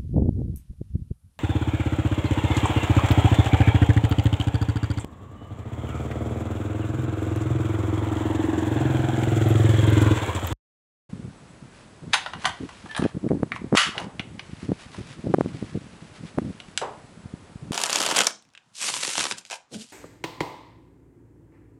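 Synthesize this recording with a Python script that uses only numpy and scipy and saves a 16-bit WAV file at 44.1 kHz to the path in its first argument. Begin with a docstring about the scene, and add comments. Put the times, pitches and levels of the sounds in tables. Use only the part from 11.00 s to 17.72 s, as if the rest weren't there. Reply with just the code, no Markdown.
"""Gusty wind buffets the microphone, and sleeves rustle under the roof of an outdoor rifle range.
The old magazine clacks out and slides onto a mat, the new one goes in with a rattle of its spring,
and small parts click. Each knock makes metal ring briefly and echo under the roof.
A dull far-off shot swells just after the rattle; another follows the last sharp snap of the hammer."""
import sys
import numpy as np
from scipy import signal
from scipy.fft import rfft, irfft
from scipy.io import wavfile
from scipy.ndimage import uniform_filter1d, minimum_filter1d

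SR = 44100
rng = np.random.default_rng(int(sys.argv[2]) if len(sys.argv) > 2 else 0)


def wrap_up_sound(samples):
    """Save the sound to the file named by the first command line argument, as 16-bit audio."""
    columns = np.atleast_2d(samples).T
    # keep every value between -1 and 1, then stretch to whole-number steps
    tamed = np.clip(columns, -1, 1)
    steps = np.round(tamed * 32767).astype(np.int16)
    wavfile.write(sys.argv[1], SR, steps)


N = 296352
TIME = np.arange(N) / SR


def amp(db):
    """Turns decibels into a gain."""
    return 10 ** (np.asarray(db) / 20)


def unit(x):
    """Scales a signal to an average power of one."""
    return x / np.sqrt(np.mean(x ** 2) + 1e-20)


def read(points, hz):
    """Looks up a pitch between rows of (pitch_hz, value), on a scale of octaves."""
    pitches, values = np.transpose(points)
    return np.interp(np.log(hz + 1), np.log(pitches + 1), values)


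def level(curve):
    """Gain over time from rows of (time_s, level_db), silent outside them."""
    s, db = np.transpose(curve)
    return amp(np.interp(TIME, s, db)) * (TIME >= s[0]) * (TIME <= s[-1])


def noise(spectrum):
    """Noise of power one, shaped by rows of (pitch_hz, level_db)."""
    gains = amp(read(spectrum, np.fft.rfftfreq(N, 1 / SR)))
    return unit(irfft(rfft(rng.standard_normal(N)) * gains, N))


def add(mix, s, sound):
    """Mixes a sound in, starting at s seconds."""
    part = mix[max(round(s * SR), 0):][:len(sound)]
    part += sound[:len(part)]


def background(air_db=-50.5, whine_hz=7850, whine_db=-74.5):
    """The hush of open air and a thin, steady whine."""
    # tone of the air: pitch_hz, level_db
    air = [(18, -36), (30, 1), (81, 0), (221, -2.5), (410, -7), (488, -7), (742, -10), (1440, -13.5),
           (1630, -15), (5900, -25.5), (7740, -25.5), (10900, -29), (14200, -65), (22000, -120)]
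    whine = [(whine_hz + hz, db) for hz, db in ((-500, -70), (-90, -8), (0, 0), (90, -8), (500, -70))]
    return amp(whine_db) * noise(whine) + amp(air_db) * noise(air)


def wind(attack_s=0.0069, release_s=0.0067, lumps_db=4, puff_db=5, bright_at_db=-25):
    """Gusts over a puffy breeze, plus one thud; stronger gusts have smaller swirls, so sound higher."""
    # wind between gusts: time_s, level_db
    breeze = [(0, -47), (.8, -54), (1.8, -69.5), (2.4, -37), (2.8, -46), (3.85, -52), (4.5, -36.5),
              (5.1, -49), (5.7, -55), (6.2, -48.5), (6.72, -58)]
    # low bursts: start_s, length_s, level_db
    # the one at 1.437 s is the thud of the old magazine knocking out of its slot; the rest are gusts
    bursts = [(0.126, 0.17, -38), (.62, 0.04, -42.5), (1.017, 0.1, -37), (1.335, .06, -37.5),
              (1.437, 0.077, -40), (1.598, 0.062, -31), (1.836, 0.028, -37), (1.986, 0.066, -27),
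              (2.144, 0.03, -29), (2.225, .047, -26), (2.297, 0.073, -25.5), (2.419, 0.018, -23.5),
              (2.635, 0.037, -33.5), (2.716, 0.0314, -22.5), (2.862, 0.029, -32.5), (3.001, .085, -36.5),
              (3.182, 0.2, -42), (3.625, 0.037, -34), (3.68, 0.044, -27), (3.976, .035, -32.5),
              (4.237, 0.08, -26), (4.324, .175, -34.5), (4.736, 0.039, -29), (5.22, 0.035, -35),
              (5.373, 0.015, -18), (5.412, .1, -31.5), (6.615, .1, -38)]
    # tone of the rumble: pitch_hz, level_db
    rumble = [(20, -44), (50, -9), (100, 2.5), (180, 4), (280, -6), (420, -17), (600, -28), (900, -37.5),
              (2000, -61)]
    puffs = np.clip(noise([(2, -9.5), (14, 6.5), (35, -28), (100, -100)]), -2, 2)
    strength = level(breeze) * unit(amp(puff_db * puffs))
    for s, length, db in bursts:
        rise = np.clip((TIME - s) / attack_s, 0, 1)
        drop = np.exp(-np.maximum(TIME - s - length, 0) / release_s)
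        strength = np.maximum(strength, amp(db) * rise * drop)
    lumps = np.clip(noise([(5, -21.5), (40, 9.0), (90, -55), (300, -100)]), -2, 2)
    fast = np.clip(strength / amp(bright_at_db), 0, 1)
    higher = [(hz * 1.5, db) for hz, db in rumble]
    rush = np.sqrt(1 - fast) * noise(rumble) + np.sqrt(fast) * noise(higher)
    return strength * unit(amp(lumps_db * lumps)) * rush


def cloth(grain_db=2.0):
    """Grainy rubbing swells with each move of an arm and goes on softly while the shooter settles."""
    # sleeve and glove strokes: middle_s, length_s, level_db
    moves = [(0.786, 0.18, -55), (1.133, 0.017, -40), (1.22, 0.29, -47), (1.445, 0.15, -44),
             (1.76, 0.78, -52), (2.028, 0.22, -51.5), (2.563, 0.038, -45), (3.004, 0.13, -44.5),
             (3.628, 0.083, -49), (3.823, 0.11, -46.5), (3.97, 0.17, -48.5), (4.104, 0.13, -47),
             (4.6, 0.57, -53.5), (5.163, 0.086, -52.5), (5.275, 0.082, -49)]
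    # clothes shifting into the aim: time_s, level_db
    settling = [(3.3, -67), (3.5, -54.5), (4.8, -56), (5.7, -57.5), (6.7, -87)]
    # tone of the fabric: pitch_hz, level_db
    fabric = [(400, -7.5), (1100, 0), (2600, -1), (5000, -7.5), (8000, -14), (11000, -17.5)]
    strokes = sum(amp(db) * np.cos(np.pi * np.clip((TIME - s) / length, -.5, .5))
                  for s, length, db in moves)
    grain = unit(uniform_filter1d(rng.standard_normal(N), size=180))
    return np.hypot(strokes, level(settling)) * unit(amp(grain_db * grain)) * noise(fabric)


def ring(tones, crack_db, crack_s, scatter=0.0077):
    """Struck metal: its main tones, shifted by where it is hit, and a brief crack of many tiny ones."""
    t = np.arange(SR // 6) / SR
    tone = 0
    for hz, db, fade_s in tones:  # fade_s and crack_s are times to fall by 60 dB
        turns = hz * rng.normal(1, scatter) * t + rng.random()
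        tone += amp(db - 60 * t / fade_s) * np.sin(2 * np.pi * turns)
    crack = amp(crack_db - 60 * t / crack_s) * rng.standard_normal(len(t))
    return (tone + crack) * (1 - np.exp(-t / .00008))


def strike(knocks, tones, crack_db, crack_s, room_db):
    """Knocks whose hardness sets their low, middle and high parts; gives direct sound and echo feed."""
    bands = [signal.butter(3, hz, "band", fs=SR, output="sos")
             for hz in ((600, 1400), (1400, 4000), (4000, 12000))]
    out = np.zeros(N)
    for s, db, low_db, high_db in knocks:  # low_db and high_db count from the middle part's level
        blow = ring(tones, crack_db, crack_s)
        for band, band_db in zip(bands, (low_db, 0, high_db)):
            part = signal.sosfilt(band, blow)
            add(out, s, amp(db + band_db) * part / part[:SR // 200].std())
    return np.array([out, out * amp(room_db)])


def old_magazine():
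    """The old magazine knocks out of its slot, then rings softly as it is laid down."""
    # knocks: start_s, level_db, low_db, high_db
    pulled_out = [(1.133, -18.5, -20, -11.5), (1.1347, -15.5, -10, -13), (1.1405, -14.5, -2.5, -7.5),
                  (1.145, -34, -17, 0), (1.261, -30, 2, -21), (1.334, -34.5, 3, -15),
                  (1.444, -32, 5.5, -13), (1.4537, -17.5, -7, -21), (1.4565, -24, 3.5, -4),
                  (1.493, -40, 8, -12), (1.69, -43, 3.5, -10)]
    laid_down = [(1.859, -49.5, 9.5, -10), (1.911, -39, -7, -13), (1.9486, -32, -3.5, -19),
                 (1.964, -28, -4, -9.5), (1.976, -33.5, 5, -2), (2.0204, -38, 6, -11),
                 (2.038, -34, -4, -14)]
    # ringing tones: pitch_hz, level_db, fade_s
    slot = [(805, 1, 0.017), (1049, 6.5, 0.02), (1480, 0, 0.055), (1916, 9, 0.021), (2720, 2, 0.023),
            (2880, 5, 0.019), (3190, 7, 0.017), (3590, 1, .019), (4720, 6, .013), (6280, 16, 0.0076),
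            (7500, 3, 0.018), (9500, -4, .033)]
    magazine = [(880, -7, 0.028), (1683, 3, 0.036), (2506, -3, 0.024), (3210, -6.5, 0.055),
                (4479, -28, .06), (7200, -16, .05), (9040, 4, 0.038), (10160, -23, 0.068)]
    return (strike(pulled_out, slot, crack_db=13.5, crack_s=0.034, room_db=-13)
            + strike(laid_down, magazine, crack_db=10, crack_s=0.036, room_db=-14))


def roof_echo(tail_db=8, rise_s=0.00086, early_s=0.02):
    """A few hard echoes and a smooth tail whose treble dies first."""
    # time for the tail to fall by 60 dB: pitch_hz, fade_s
    fades = [(200, .35), (1000, .38), (2500, .35), (5000, .32), (10000, .27)]
    # bounces off floor, roof and posts: delay_s, level_db
    echoes = [(.0046, -2.5), (0.0164, -4.5), (0.0191, -5), (.03, -26), (0.037, -6)]
    hz, t, spectrum = signal.stft(rng.standard_normal(SR), SR, nperseg=256)
    spectrum *= amp(-60 * t / read(fades, hz)[:, None])
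    tail = signal.istft(spectrum, SR, nperseg=256)[1][:SR]
    t = TIME[:SR]
    tail *= (1 - np.exp(-t / rise_s)) * (1 + np.exp(-t / early_s))  # open sides let early sound escape
    tail *= amp(tail_db) / np.linalg.norm(tail)
    for delay, db in echoes:
        add(tail, delay, amp([db]))
    return tail


def shelter(x, blend_hz=45):
    """A smooth, spread-out echo under the roof, blended from two alternating tails."""
    phase = 2 * np.pi * blend_hz * TIME
    shares = (np.cos(phase), np.sin(phase))
    return sum(signal.fftconvolve(x * share, roof_echo())[:N] for share in shares)


def slide(pitch_hz=1750, overtone_db=-19):
    """Sliding on the mat makes the magazine's wall sing one tone, with a weak higher one."""
    # swell of the squeak: time_s, level_db
    swell = [(1.888, -66), (1.897, -40.5), (1.92, -38), (1.94, -44)]
    waver = unit(uniform_filter1d(rng.standard_normal(N), size=200))
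    phase = 2 * np.pi * np.cumsum(pitch_hz * (1 + 0.0035 * waver)) / SR
    return level(swell) * unit(np.sin(phase) + amp(overtone_db) * np.sin(1.7 * phase))


def eddies(swirl_hz=447, steepness=3.55, core_hz=800, core_steepness=2.62, fizz_db=-31, fizz_s=0.0017):
    """Swirls of air give lopsided thumps; strong ones pass faster, direct hits have a fizzing core."""
    # swirls at the microphone: middle_s, level_db, core_db (counted from level_db)
    hits = [(1.997, -14, -30), (2.027, -11.5, -25), (2.053, -9, -13), (2.062, -8, -33), (2.266, -12.5, -36),
            (2.309, -8, -26), (2.317, -7.5, -18), (2.333, -11, -34), (2.432, -10, -5), (2.727, -8, -8),
            (2.741, -12.5, -7), (2.7508, -9, 7), (3.2, -20.5, -35), (3.534, -22.5, -35),
            (3.692, -14.5, -20), (3.719, -9, -19.5), (4.271, -10.5, -29), (4.3409, -4, -3),
            (4.3436, -5, -12), (4.3457, -6, -2), (4.386, -7.5, -25), (4.41, -7.5, -2.5),
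            (4.461, -13, -16.5), (4.627, -15, -17), (4.775, -16.5, -36), (5.386, -10.5, -1.5),
            (6.259, -25, -32), (6.34, -20.5, -36), (6.559, -24.5, -40), (6.71, -15.5, -44)]
    out, t = np.zeros(N), np.arange(-SR // 50, SR // 50) / SR
    for (s, db, core_db), skew in zip(hits, rng.normal(0, .8, len(hits))):
        hz = swirl_hz * 2 ** (db / 15)  # an octave lower for every 15 dB weaker
        swirl = (1 - 2j * np.pi * hz * t / (steepness - .5)) ** -steepness
        core = (1 - 2j * np.pi * core_hz * t / (core_steepness - .5)) ** -core_steepness
        thump = (np.exp(1j * skew) * (swirl + amp(core_db) * core)).real
        fizz = amp(core_db + fizz_db) * np.exp(-(t / fizz_s) ** 2) * rng.standard_normal(len(t))
        add(out, s + t[0], amp(db) * (fizz - thump))
    return out


def new_magazine():
    """The new magazine taps the slot's lip, then is pushed home, making the rifle ring and rattle."""
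    # knocks: start_s, level_db, low_db, high_db
    guided_in = [(2.288, -44.5, -2, -12), (2.519, -23, -6, -28), (2.5617, -36.5, 5.5, -28)]
    seated = [(2.7537, -24, -2, -3), (2.764, -31, 1, -10), (2.7722, -11.5, -6, -4), (2.7745, -15, -3, -10)]
    # ringing tones: pitch_hz, level_db, fade_s
    lip = [(1120, -5, .025), (1950, 11, 0.006), (2320, 2.5, 0.02), (3100, -10, 0.016)]
    rifle_body = [(1277, 14.5, 0.013), (1880, 16, 0.0066), (2520, 13.5, 0.0054), (2980, 11, 0.015),
                  (3210, 11, 0.015), (3740, 4.5, .025), (4400, 5, 0.017), (5320, 2, .016),
                  (6420, 6.5, 0.0098), (7550, -2, .026)]
    return (strike(guided_in, lip, crack_db=-1, crack_s=0.024, room_db=-14)
            + strike(seated, rifle_body, crack_db=3.5, crack_s=0.027, room_db=-11)
            + rattle(rifle_body))


def rattle(tones, blows_per_s=1600, low_hz=900, top_hz=7000, room_db=-8):
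    """The loaded spring chatters against the rifle's body in tiny blows at many spots."""
    # swell of the buzz: time_s, level_db
    swell = [(2.754, -31.5), (2.778, -15.5), (2.8, -24), (2.83, -27.5), (2.855, -33.5), (2.88, -41),
             (2.93, -58)]
    out = np.zeros(N)
    start, end = swell[0][0], swell[-1][0]
    spots = [ring(tones, crack_db=13, crack_s=.012, scatter=.05) for _ in range(24)]
    for when, size, spot in rng.random((int(blows_per_s * (end - start)), 3)):
        add(out, start + when * (end - start), (size - .5) * spots[int(spot * len(spots))])
    out = signal.sosfilt(signal.butter(2, low_hz, "high", fs=SR, output="sos"), out)
    out = signal.sosfilt(signal.butter(1, top_hz, fs=SR, output="sos"), out)
    out *= level(swell) / out[int(start * SR):int(end * SR)].std()
    return np.array([out, out * amp(room_db)])


def far_shots(fade_s=0.41, edge_db=-10, edge_fade_s=0.11):
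    """Distant shots: a short bright edge, then a dull roll scattered by the ground."""
    # shots: start_s, level_db, rise_s
    shots = [(2.937, -24, 0.075), (5.815, -26.5, 0.00036)]
    # tone of the roll: pitch_hz, level_db
    boom = [(100, -36), (300, 1), (550, 3), (1000, 4.5), (1500, -9.5), (3000, -20), (6000, -49),
            (11000, -46)]
    out = np.zeros(N)
    for s, db, rise_s in shots:
        age = np.maximum(TIME - s, 0)
        roll = noise(boom) * amp(-60 * age / fade_s)
        edge = noise([(300, -4), (3000, -4), (10000, -19)]) * amp(edge_db - 60 * age / edge_fade_s)
        out += amp(db) * (roll + edge) * (1 - np.exp(-age / rise_s))
    return out


def small_parts():
    """The latch clicks a few times, then the hammer strikes with a bright snap."""
    # knocks: start_s, level_db, low_db, high_db
    clicks = [(2.9797, -24, -16, -18), (2.999, -39, 5, -6), (3.195, -25, -12, -22),
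              (3.394, -31.5, -9.5, -20), (3.945, -49.5, 11, -9), (5.6013, -36.5, -13, -15)]
    snap = [(5.7755, -21, -16.5, -2)]
    # ringing tones: pitch_hz, level_db, fade_s
    latch = [(1300, -12, 0.016), (1990, -6.5, 0.013), (2190, 2.5, 0.011), (2460, -7.5, 0.02),
             (2910, 6.5, 0.012), (3420, -11, 0.021), (4670, -26, .011), (5960, 4, .017)]
    hammer = [(1430, -8, 0.013), (2300, -7, 0.028), (3480, -13, 0.014), (4910, 6.5, 0.01), (6000, 2, 0.013),
              (6700, 2, .015), (7800, 13.5, 0.0078), (10000, -22, .015)]
    return (strike(clicks, latch, crack_db=6, crack_s=0.039, room_db=-18)
            + strike(snap, hammer, crack_db=6, crack_s=0.021, room_db=-16.5))


def scene():
    """The rifle under its roof, the range beyond, and the wind."""
    direct, echo_feed = old_magazine() + new_magazine() + small_parts()
    rifle = direct + shelter(echo_feed) + slide()
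    return (rifle + far_shots() + wind() + eddies() + cloth() + background())[None]


def record(dry, start_s=.09, low_cut_hz=48, high_cut_hz=11000, ceiling_db=-3, recovery_db_per_s=70):
    """The microphone opens, loses deep bass and top treble, and a limiter turns loud peaks down."""
    x = signal.sosfilt(signal.butter(2, low_cut_hz, "high", fs=SR, output="sos"), dry[0])
    x = x * np.clip((TIME - start_s) / .01, 0, 1)
    over_db = np.maximum(20 * np.log10(abs(x) + 1e-9) - ceiling_db, 0)
    recovery = recovery_db_per_s * TIME
    gain_db = recovery - np.maximum.accumulate(over_db + recovery)  # drops at once, climbs back steadily
    x = x * amp(uniform_filter1d(minimum_filter1d(gain_db, size=30), size=50))
    high_cut = signal.firwin(401, high_cut_hz, window=("kaiser", 8), fs=SR)
    return signal.oaconvolve(x, high_cut, "same")[None]


dry = scene()
out = record(dry)
wrap_up_sound(out)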